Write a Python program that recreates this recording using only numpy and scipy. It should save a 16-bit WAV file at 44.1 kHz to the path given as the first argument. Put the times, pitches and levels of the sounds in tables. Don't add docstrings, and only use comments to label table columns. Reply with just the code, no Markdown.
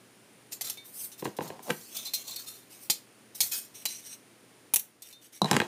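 import sys
import numpy as np
from scipy import signal
from scipy.fft import rfft, irfft
from scipy.io import wavfile

SR = 44100
rng = np.random.default_rng(int(sys.argv[2]) if len(sys.argv) > 2 else 0)


def output_pcm(signal):
    pcm = np.clip(np.atleast_2d(signal).T, -1, 1) * 32767
    wavfile.write(sys.argv[1], SR, np.round(pcm).astype(np.int16))


N = 250032
TIME = np.arange(N) / SR
RING_TIME = TIME[:2 * SR // 5]


def undb(db):
    return 10 ** (np.asarray(db) / 20)


def unit(x):
    return x / np.sqrt(np.mean(x ** 2))


def blow(x):
    return x * np.sqrt(SR / 100 / np.sum(x ** 2))


def add(out, at, x):
    i = int(at * SR)
    out[i:i + len(x)] += x[:max(len(out) - i, 0)]


def through(x, response):
    return signal.fftconvolve(x, response)[:len(x)]


def colour(x, points, size=4096):
    hz, db = np.transpose(points)
    bins_hz = np.maximum(np.arange(size // 2 + 1) * SR / size, 1)
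    gain = undb(np.interp(np.log(bins_hz), np.log(hz), db))
    cepstrum = irfft(np.log(gain))
    cepstrum[1:size // 2] *= 2
    cepstrum[size // 2 + 1:] = 0
    return through(x, irfft(np.exp(rfft(cepstrum))))


def fade(t60):
    return np.exp(-np.log(1000) * RING_TIME / t60)


def wander(rate):
    knots = np.arange(0, TIME[-1] + 1, 1 / rate)
    return np.interp(TIME, knots, rng.uniform(-1, 1, len(knots)))


def swell(age, db, rise, fall):
    return undb(db - 20 * np.maximum(age - rise, 0) / fall) * np.clip(age / rise, 0, 1) ** 1.2


def ring(modes, scatter_db, detune, flex=0):
    chance = rng.standard_normal((len(modes), 5))
    out = 0
    for (hz, db, t60), (size, shift, side, bend, sway) in zip(modes, chance):
        vibrato = flex * bend * np.sin(2 * np.pi * 10 * RING_TIME + np.pi * sway)
        pitch = hz * (1 + detune * shift + vibrato)
        amplitude = np.sign(side) * undb(db + scatter_db * size)
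        out = out + amplitude * fade(t60) * np.sin(2 * np.pi * np.cumsum(pitch) / SR)
    return out


def slips(size, rate, spread_db):
    sizes = undb(spread_db * np.minimum(rng.exponential(size=size), np.pi))
    return (rng.random(size) < rate / SR) * sizes * rng.choice([-1, 1], size)


def disperse(x, t60=.035, wash_db=5, flex_share=.3):
    steady = through(x, blow(rng.standard_normal(len(RING_TIME)) * fade(t60)))
    energy = np.abs(through(x ** 2, blow(fade(t60)) ** 2))
    fresh = rng.standard_normal(len(x)) * np.sqrt(energy)
    wash = np.sqrt(1 - flex_share) * steady + np.sqrt(flex_share) * fresh
    direct = through(x, blow(1. * (RING_TIME == 0)))
    return direct + undb(wash_db) * wash


def table_reflection(x, lag_s=.000513, bounce=.48):
    delay = lag_s * (1 + .5 * wander(9))
    return (x + bounce * np.interp(TIME - delay, TIME, x)) / np.sqrt(1 + bounce ** 2)


# (frequency [Hz], level [dB])
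AIR_SPECTRUM = [(35, -34), (80, -15), (115, -7), (160, -6.5), (220, -1), (380, -3), (600, -9), (1100, -13),
                (2300, -13.5), (4000, -18.5), (8500, -21), (10500, -23), (15000, -27.5)]
# (time [s], gain [dB])
BACKGROUND_GAIN = [(0, 0.5), (4.7, 0), (4.95, -5), (5.67, -4.5)]


def background():
    air = undb(-58.5) * unit(colour(rng.standard_normal(N), AIR_SPECTRUM))
    band = signal.butter(2, [9100, 9700], "band", fs=SR, output="sos")
    hiss = undb(-69.5) * unit(signal.sosfilt(band, rng.standard_normal(N)))
    hum = undb(-69) * np.sin(2 * np.pi * 120 * TIME)
    return (air + hiss + hum) * undb(np.interp(TIME, *np.transpose(BACKGROUND_GAIN)))


# (frequency [Hz], level [dB], t60 [s])
STRIP_MODES = [(2270, -10, .22), (2525, -8, .3), (3615, -6, .26), (4015, -3, .17), (4150, -2, .15),
               (4385, -3, .2), (5720, -3, .22), (5940, -3, .17), (6370, -2, .22), (7180, -7, .13),
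               (8400, -5, .13), (8845, -5, .18), (9300, -4, .15), (9690, -5, .12), (10590, -3, .15),
               (11060, -6, .14), (11700, -3, .13), (12800, -5, .13), (13460, -6, .15), (14700, -5, .1)]


def strip_modes(ring_hz, focus_db):
    modes = []
    for hz, db, t60 in STRIP_MODES:
        boost_db = focus_db * np.exp(-((hz - ring_hz) / 130) ** 2)
        modes.append((hz, db + boost_db - 7 * abs(np.log2(hz / ring_hz)), t60))
    return modes


# (frequency [Hz], level [dB])
RUB_SPECTRUM = [(300, -16.5), (1000, -9.5), (1800, -12.5), (2600, -8), (4000, -3.5), (6000, -1.5),
                (7500, -2), (9500, -5.5), (14500, -4.5)]
SLIDE_SPECTRUM = [(2000, -24), (6000, -7), (7500, -12), (8700, 4), (10200, -1.5), (11500, -2.5),
                  (13000, 3.5), (15000, -2)]
# (start [s], level [dB], rise [s], 20 dB fall [s], sliding share [0-1], main mode [Hz])
STRIP_RUBS = [(0.51, -36.5, .022, .04, .4, 5940), (0.625, -34, .04, .09, .2, 3611),
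              (0.84, -44, .02, .12, .9, 9300), (0.91, -36, .1, .1, .94, 9300),
              (1.015, -35.5, .035, .025, .97, 9300), (1.175, -40.5, .022, .035, .45, 5720),
              (1.235, -44.5, .018, .08, .1, 6370), (1.412, -43, .015, .07, .6, 5940),
              (1.62, -45.5, .015, .25, .45, 8400), (1.66, -44, .05, .18, .7, 8400),
              (1.785, -48, .03, .45, .3, 4390), (1.9, -38.5, .065, .2, .08, 4015),
              (2.04, -36, .03, .035, .05, 4015), (2.16, -40, .03, .11, .1, 4390),
              (2.235, -41, .045, .25, .1, 4150), (2.37, -41, .03, .08, .3, 4390),
              (2.45, -41, .035, .15, .4, 3611), (2.69, -48, .03, .15, .3, 2270),
              (2.77, -44.5, .07, .06, .85, 5720), (3.345, -38.5, .008, .07, .7, 5940),
              (3.41, -29, .022, .09, .7, 7180), (3.51, -30, .02, .11, .35, 5720),
              (3.555, -33, .027, .045, .85, 9300)]


def rustle():
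    out = np.zeros(N)
    for start, db, rise, fall, sliding, ring_hz in STRIP_RUBS:
        grains = disperse(slips(len(RING_TIME), rate=950, spread_db=2.5))
        wash = unit(colour(grains, RUB_SPECTRUM))
        fine_grains = disperse(slips(len(RING_TIME), rate=3000, spread_db=1.5))
        hiss = unit(colour(fine_grains, SLIDE_SPECTRUM))
        modes = [(hz, mode_db, .04) for hz, mode_db, _ in strip_modes(ring_hz, focus_db=5)]
        tone = unit(through(grains, ring(modes, scatter_db=1, detune=.003)))
        rub = np.sqrt(1 - sliding) * unit(wash + undb(-9) * tone) + np.sqrt(sliding) * hiss
        add(out, start, rub * swell(RING_TIME, db, rise, fall))
    catching = undb(2.5 * wander(70))
    return table_reflection(out) * catching


# (frequency [Hz], level [dB])
BODY_SPECTRUM = [(60, -20.5), (150, -2), (400, -7), (850, 1.5), (1400, -9), (2000, 3), (3000, -1),
                 (5000, -13)]


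def snaps(events, spectrum, crack_size, wash_t60, sustain):
    out = np.zeros(N)
    for at, db, length, body_db, ring_hz, ring_db in events:
        flurry = slips(len(RING_TIME), rate=5000, spread_db=4)
        flurry *= np.exp(-(RING_TIME / (.4 * length)) ** 2)
        flurry[0] += crack_size
        crack = blow(colour(disperse(flurry, wash_t60), spectrum))
        body = blow(colour(rng.standard_normal(len(RING_TIME)) * fade(.039), BODY_SPECTRUM))
        modes = [(hz, mode_db, sustain * t60) for hz, mode_db, t60 in strip_modes(ring_hz, focus_db=14)]
        tone = blow(ring(modes, scatter_db=2, detune=.002, flex=.003) * (1 - fade(.025)))
        add(out, at, undb(db) * (crack + undb(body_db) * body + undb(ring_db) * tone))
    return out


# (frequency [Hz], level [dB])
BUCKLE_SPECTRUM = [(900, -31), (1700, -30), (2800, -7.5), (4000, 1), (6000, 2.5), (8000, 0), (10000, -0.5),
                   (12000, 2.5), (15000, -2.5)]
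# (time [s], level [dB], flurry length [s], relative body [dB], main mode [Hz], relative ring [dB])
BUCKLES = [(.521, -37.5, .041, -14, 5940, -22), (.610, -29, .03, -13, 10590, -18),
           (.645, -38, .03, -15, 5720, -10), (.667, -41, .02, -14, 3611, -3),
           (.698, -30, .018, -18, 11700, -10), (.772, -53, .02, 0, 3611, 8.5),
           (.773, -60, .01, -23, 2270, 10), (1.117, -44, .062, -15, 3611, -14),
           (1.244, -41, .03, -11, 9300, -15), (1.367, -45, .026, -14, 9300, -21),
           (1.475, -43.5, .038, -13, 9300, -24), (1.9655, -32.5, .028, -20, 3611, -6),
           (2.055, -43, .03, -22, 4100, 6.5), (2.066, -44, .025, -22, 3611, 5),
           (2.1355, -24.5, .058, -21, 4170, -6), (2.276, -45, .025, -22, 4390, 1),
           (2.309, -40, .025, -20, 4150, -1), (2.36, -35, .022, -26, 4300, -4),
           (2.473, -45, .025, -22, 3611, -6), (2.899, -18.5, .034, -12, 4150, -15.5),
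           (3.4046, -17.5, .034, -19, 4390, -17.5), (3.5175, -30.5, .022, -25, 2525, -8),
           (3.8544, -25.5, .024, -9, 4010, -10), (5.021, -42.5, .026, -20, 3611, -12),
           (5.127, -53, .01, -11, 3611, 4)]


def buckles():
    return snaps(BUCKLES, BUCKLE_SPECTRUM, crack_size=3, wash_t60=.035, sustain=.8)


# (frequency [Hz], level [dB])
SKID_SPECTRUM = [(60, -9), (105, -23), (150, 2), (360, 0.5), (550, -1), (1000, 1), (1300, -12),
                 (1700, -14.5), (3000, -17), (6000, -18), (15000, -30)]
# (start [s], level [dB], rise [s], 20 dB fall [s])
HANDLE_SKIDS = [(1.22, -47, .03, .11), (1.385, -43, .035, .3), (1.66, -37, .04, .03), (5.41, -35, .14, .25)]


def skids():
    envelope = sum(swell(TIME - start, db, rise, fall) for start, db, rise, fall in HANDLE_SKIDS)
    return unit(colour(slips(N, rate=900, spread_db=1.5), SKID_SPECTRUM)) * envelope


# (frequency [Hz], level [dB], t60 [s])
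BOOM_MODES = [(116, -12, .08), (165, -1, .06), (188, -2, .06), (207, 0, .08), (145, -5, .06)]
THUD_MODES = [(306, -4, .06), (340, -4, .04), (366, 0, .06), (400, -4, .04), (440, -2, .04), (487, -2, .05),
              (535, -7, .03), (580, -8, .03)]
KNOCK_MODES = [(637, -8, .03), (700, -7, .02), (787, 0, .03), (870, -2, .025), (940, -2, .025),
               (997, -2, .035), (1055, -3, .03)]
# (frequency [Hz], level [dB], t60 [s])
CLACK_MODES = [(1400, -4, .012), (1590, -1, .025), (1696, -2, .025), (1873, -2, .022), (2150, -1, .012),
               (2450, -1, .012), (2850, -1, .012), (3300, -3, .012)]
HANDLE_MODES = [(3800, -4, .011), (3941, 0, .014), (4100, -5, .011)]
# (frequency [Hz], level [dB])
TICK_SPECTRUM = [(1000, -27), (2500, -8.5), (5000, -1.5), (8000, -1.5), (11000, -8), (15000, -16)]
# (time [s], boom [dB], thud [dB], knock [dB], clack [dB], handle [dB], tick [dB])
IMPACTS = [(1.2239, -39, -33.5, -42, -50, -67, -62), (1.2547, -41, -33, -32.5, -40, -50, -60),
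           (1.265, -41, -35, -45, -43.5, -60, -57.5), (1.277, -38.5, -35, -52, -54, -62, -60.5),
           (1.3872, -37, -30, -32.5, -44.5, -54, -60), (1.408, -38, -35, -39, -43, -58, -60),
           (1.503, -49, -39, -45, -47, -62, -66.5), (1.593, -55, -56, -46.5, -55, -72, -66.5),
           (1.7028, -36, -36, -42, -32, -52, -42.5), (1.706, -32, -33.5, -38, -28, -46, -38),
           (5.4174, -21.5, -29.5, -22, -50, -25.5, -34), (5.4445, -29, -35, -29.5, -50, -32, -42),
           (5.457, -36, -43, -34, -45, -37, -48), (5.5127, -24, -26, -23.5, -26.5, -32, -24.5),
           (5.531, -28, -31, -31, -33.5, -37, -39), (5.541, -22.5, -31, -31, -35, -45, -45),
           (5.551, -25, -33, -31, -38, -52, -50), (5.566, -23, -28, -28.5, -24, -42, -30),
           (5.6013, -25, -30, -35, -23.5, -42, -38), (5.617, -34, -31, -32, -33, -38, -50)]


def knocks(contact_s=.0007):
    out = np.zeros(N)
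    push = np.sin(np.pi * np.minimum(RING_TIME / contact_s, 1)) ** 2
    for at, *levels_db in IMPACTS:
        boom, thud, knock = (through(ring(modes, scatter_db=1.5, detune=.006), push)
                             for modes in (BOOM_MODES, THUD_MODES, KNOCK_MODES))
        clack = ring(CLACK_MODES, scatter_db=1.5, detune=.006)
        handle = ring(HANDLE_MODES, scatter_db=1.5, detune=.008) * (1 - fade(.005))
        burst = rng.standard_normal(len(RING_TIME)) * (fade(.008) + undb(-14) * fade(.03))
        parts = boom, thud, knock, clack, handle, colour(burst, TICK_SPECTRUM)
        add(out, at, sum(undb(db) * blow(part) for db, part in zip(levels_db, parts)))
    return out


# (peak time [s], level [dB], rise and decay constant [s], pitch [Hz], glide [octaves/s])
HANDLE_JUDDERS = [(1.44, -46, .04, 205, -16), (1.525, -51, .03, 510, 3), (1.703, -32, .015, 505, -11)]


def judder(jitter=.06, overtone_db=-14):
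    out = np.zeros(N)
    for at, db, width, hz, glide in HANDLE_JUDDERS:
        age = np.clip(TIME - at, -.1, .1)
        pitch = hz * 2 ** (glide * age) * (1 + jitter * wander(300))
        phase = 2 * np.pi * np.cumsum(pitch) / SR
        groan = unit(np.sin(phase) + undb(overtone_db) * np.sin(2 * phase))
        out += groan * undb(db + 3 * wander(150)) * np.exp(-np.abs(TIME - at) / width)
    return out


def press(start, length, db, bite_db, attack_s=.015, bite_s=.04, release_s=.03):
    age = np.maximum(TIME - start, 0)
    extra_db = bite_db * np.exp(-(age / bite_s) ** 2)
    release_db = 20 * np.maximum(age - length, 0) / release_s
    return np.minimum(age / attack_s, 1) * undb(db + extra_db - release_db)


# (frequency [Hz], level [dB])
SCRAPE_SPECTRUM = [(1000, -21), (2300, -9.5), (4000, -4.5), (5000, -7), (5800, -4.5), (7300, -6.5),
                   (8700, -2.5), (10000, -3.5), (12000, -6), (15000, -10)]
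# (frequency [Hz], level [dB], t60 [s])
BLADE_MODES = [(4100, -4, .1), (5701, 0, .14), (5850, -1, .08), (6293, -6, .12), (8440, -2, .09),
               (8839, -3, .1), (11480, -6, .1)]
# (start [s], length [s], level [dB], extra bite [dB])
BLADE_STROKES = [(3.735, .09, -49.5, 0), (3.88, .09, -46, 10), (3.97, .07, -51, 0), (4.04, .1, -44.5, 0),
                 (5.02, .11, -55, 2), (5.21, .06, -57, 0), (5.32, .06, -53, 2)]


def shear():
    grains = slips(N, rate=1500, spread_db=4)
    scrape = table_reflection(unit(colour(disperse(grains), SCRAPE_SPECTRUM)))
    sing = unit(through(grains, ring(BLADE_MODES, scatter_db=1, detune=.001)))
    uneven_grip = undb(2.5 * wander(30))
    pressure = sum(press(*stroke) for stroke in BLADE_STROKES) * uneven_grip
    pressure_db = 20 * np.log10(pressure + 1e-9)
    sing_share = np.clip((pressure_db + 53) / 14, .05, .6)
    return (np.sqrt(1 - sing_share) * scrape + np.sqrt(sing_share) * sing) * pressure


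# (frequency [Hz], level [dB])
SNIP_SPECTRUM = [(900, -21.5), (1700, -32), (2400, -4), (3500, -4), (4600, -9), (6200, 2), (7500, 2.5),
                 (10000, 5.5), (12500, 6.5), (15000, 5)]
# (time [s], level [dB], flurry length [s], relative body [dB], main mode [Hz], relative ring [dB])
SNIP_CRACKS = [(4.7372, -16, .018, -17, 9690, -10), (4.7597, -17.5, .002, -19, 12800, -25),
               (4.7628, -21.5, .016, -22, 12800, -15), (4.794, -34, .012, -30, 12800, -2)]


def snip():
    return snaps(SNIP_CRACKS, SNIP_SPECTRUM, crack_size=2.2, wash_t60=.022, sustain=.25)


# (start [s], level [dB], rise [s], 20 dB fall [s])
BLADE_RATTLES = [(5.448, -44, .015, .3), (5.52, -38, .012, .1)]


def rattle():
    contacts = slips(N, rate=1200, spread_db=2.5)
    steel = unit(through(contacts, ring(CLACK_MODES + HANDLE_MODES, scatter_db=1, detune=.002)))
    ticks = unit(colour(disperse(contacts), TICK_SPECTRUM))
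    envelope = sum(swell(TIME - start, db, rise, fall) for start, db, rise, fall in BLADE_RATTLES)
    return unit(steel + ticks / 2) * envelope


def table_top(x):
    return signal.sosfilt(signal.butter(4, 112, "high", fs=SR, output="sos"), x)


def room(x, wet_db, low_t60=.24, high_t60=.21, gap_s=.004):
    noise = rng.standard_normal(len(RING_TIME))
    low = signal.sosfilt(signal.butter(1, 1500, fs=SR, output="sos"), noise)
    tail = (low * fade(low_t60) + (noise - low) * fade(high_t60)) * (RING_TIME > gap_s)
    return x + undb(wet_db) * through(x, tail / np.sqrt(np.sum(tail ** 2)))


def scene():
    strip = buckles() + rustle() + shear()
    cut = snip()
    mix = room(strip, wet_db=-10) + room(cut, wet_db=-12.5)
    table = table_top(knocks() + skids() + judder() + rattle())
    return (mix + room(table, wet_db=-11.5) + background())[None]


def record(dry):
    thin = signal.sosfilt(signal.butter(1, 60, "high", fs=SR, output="sos"), dry)
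    return signal.sosfilt(signal.ellip(8, .2, 70, 15200, fs=SR, output="sos"), thin)


dry = scene()
out = record(dry)
output_pcm(out)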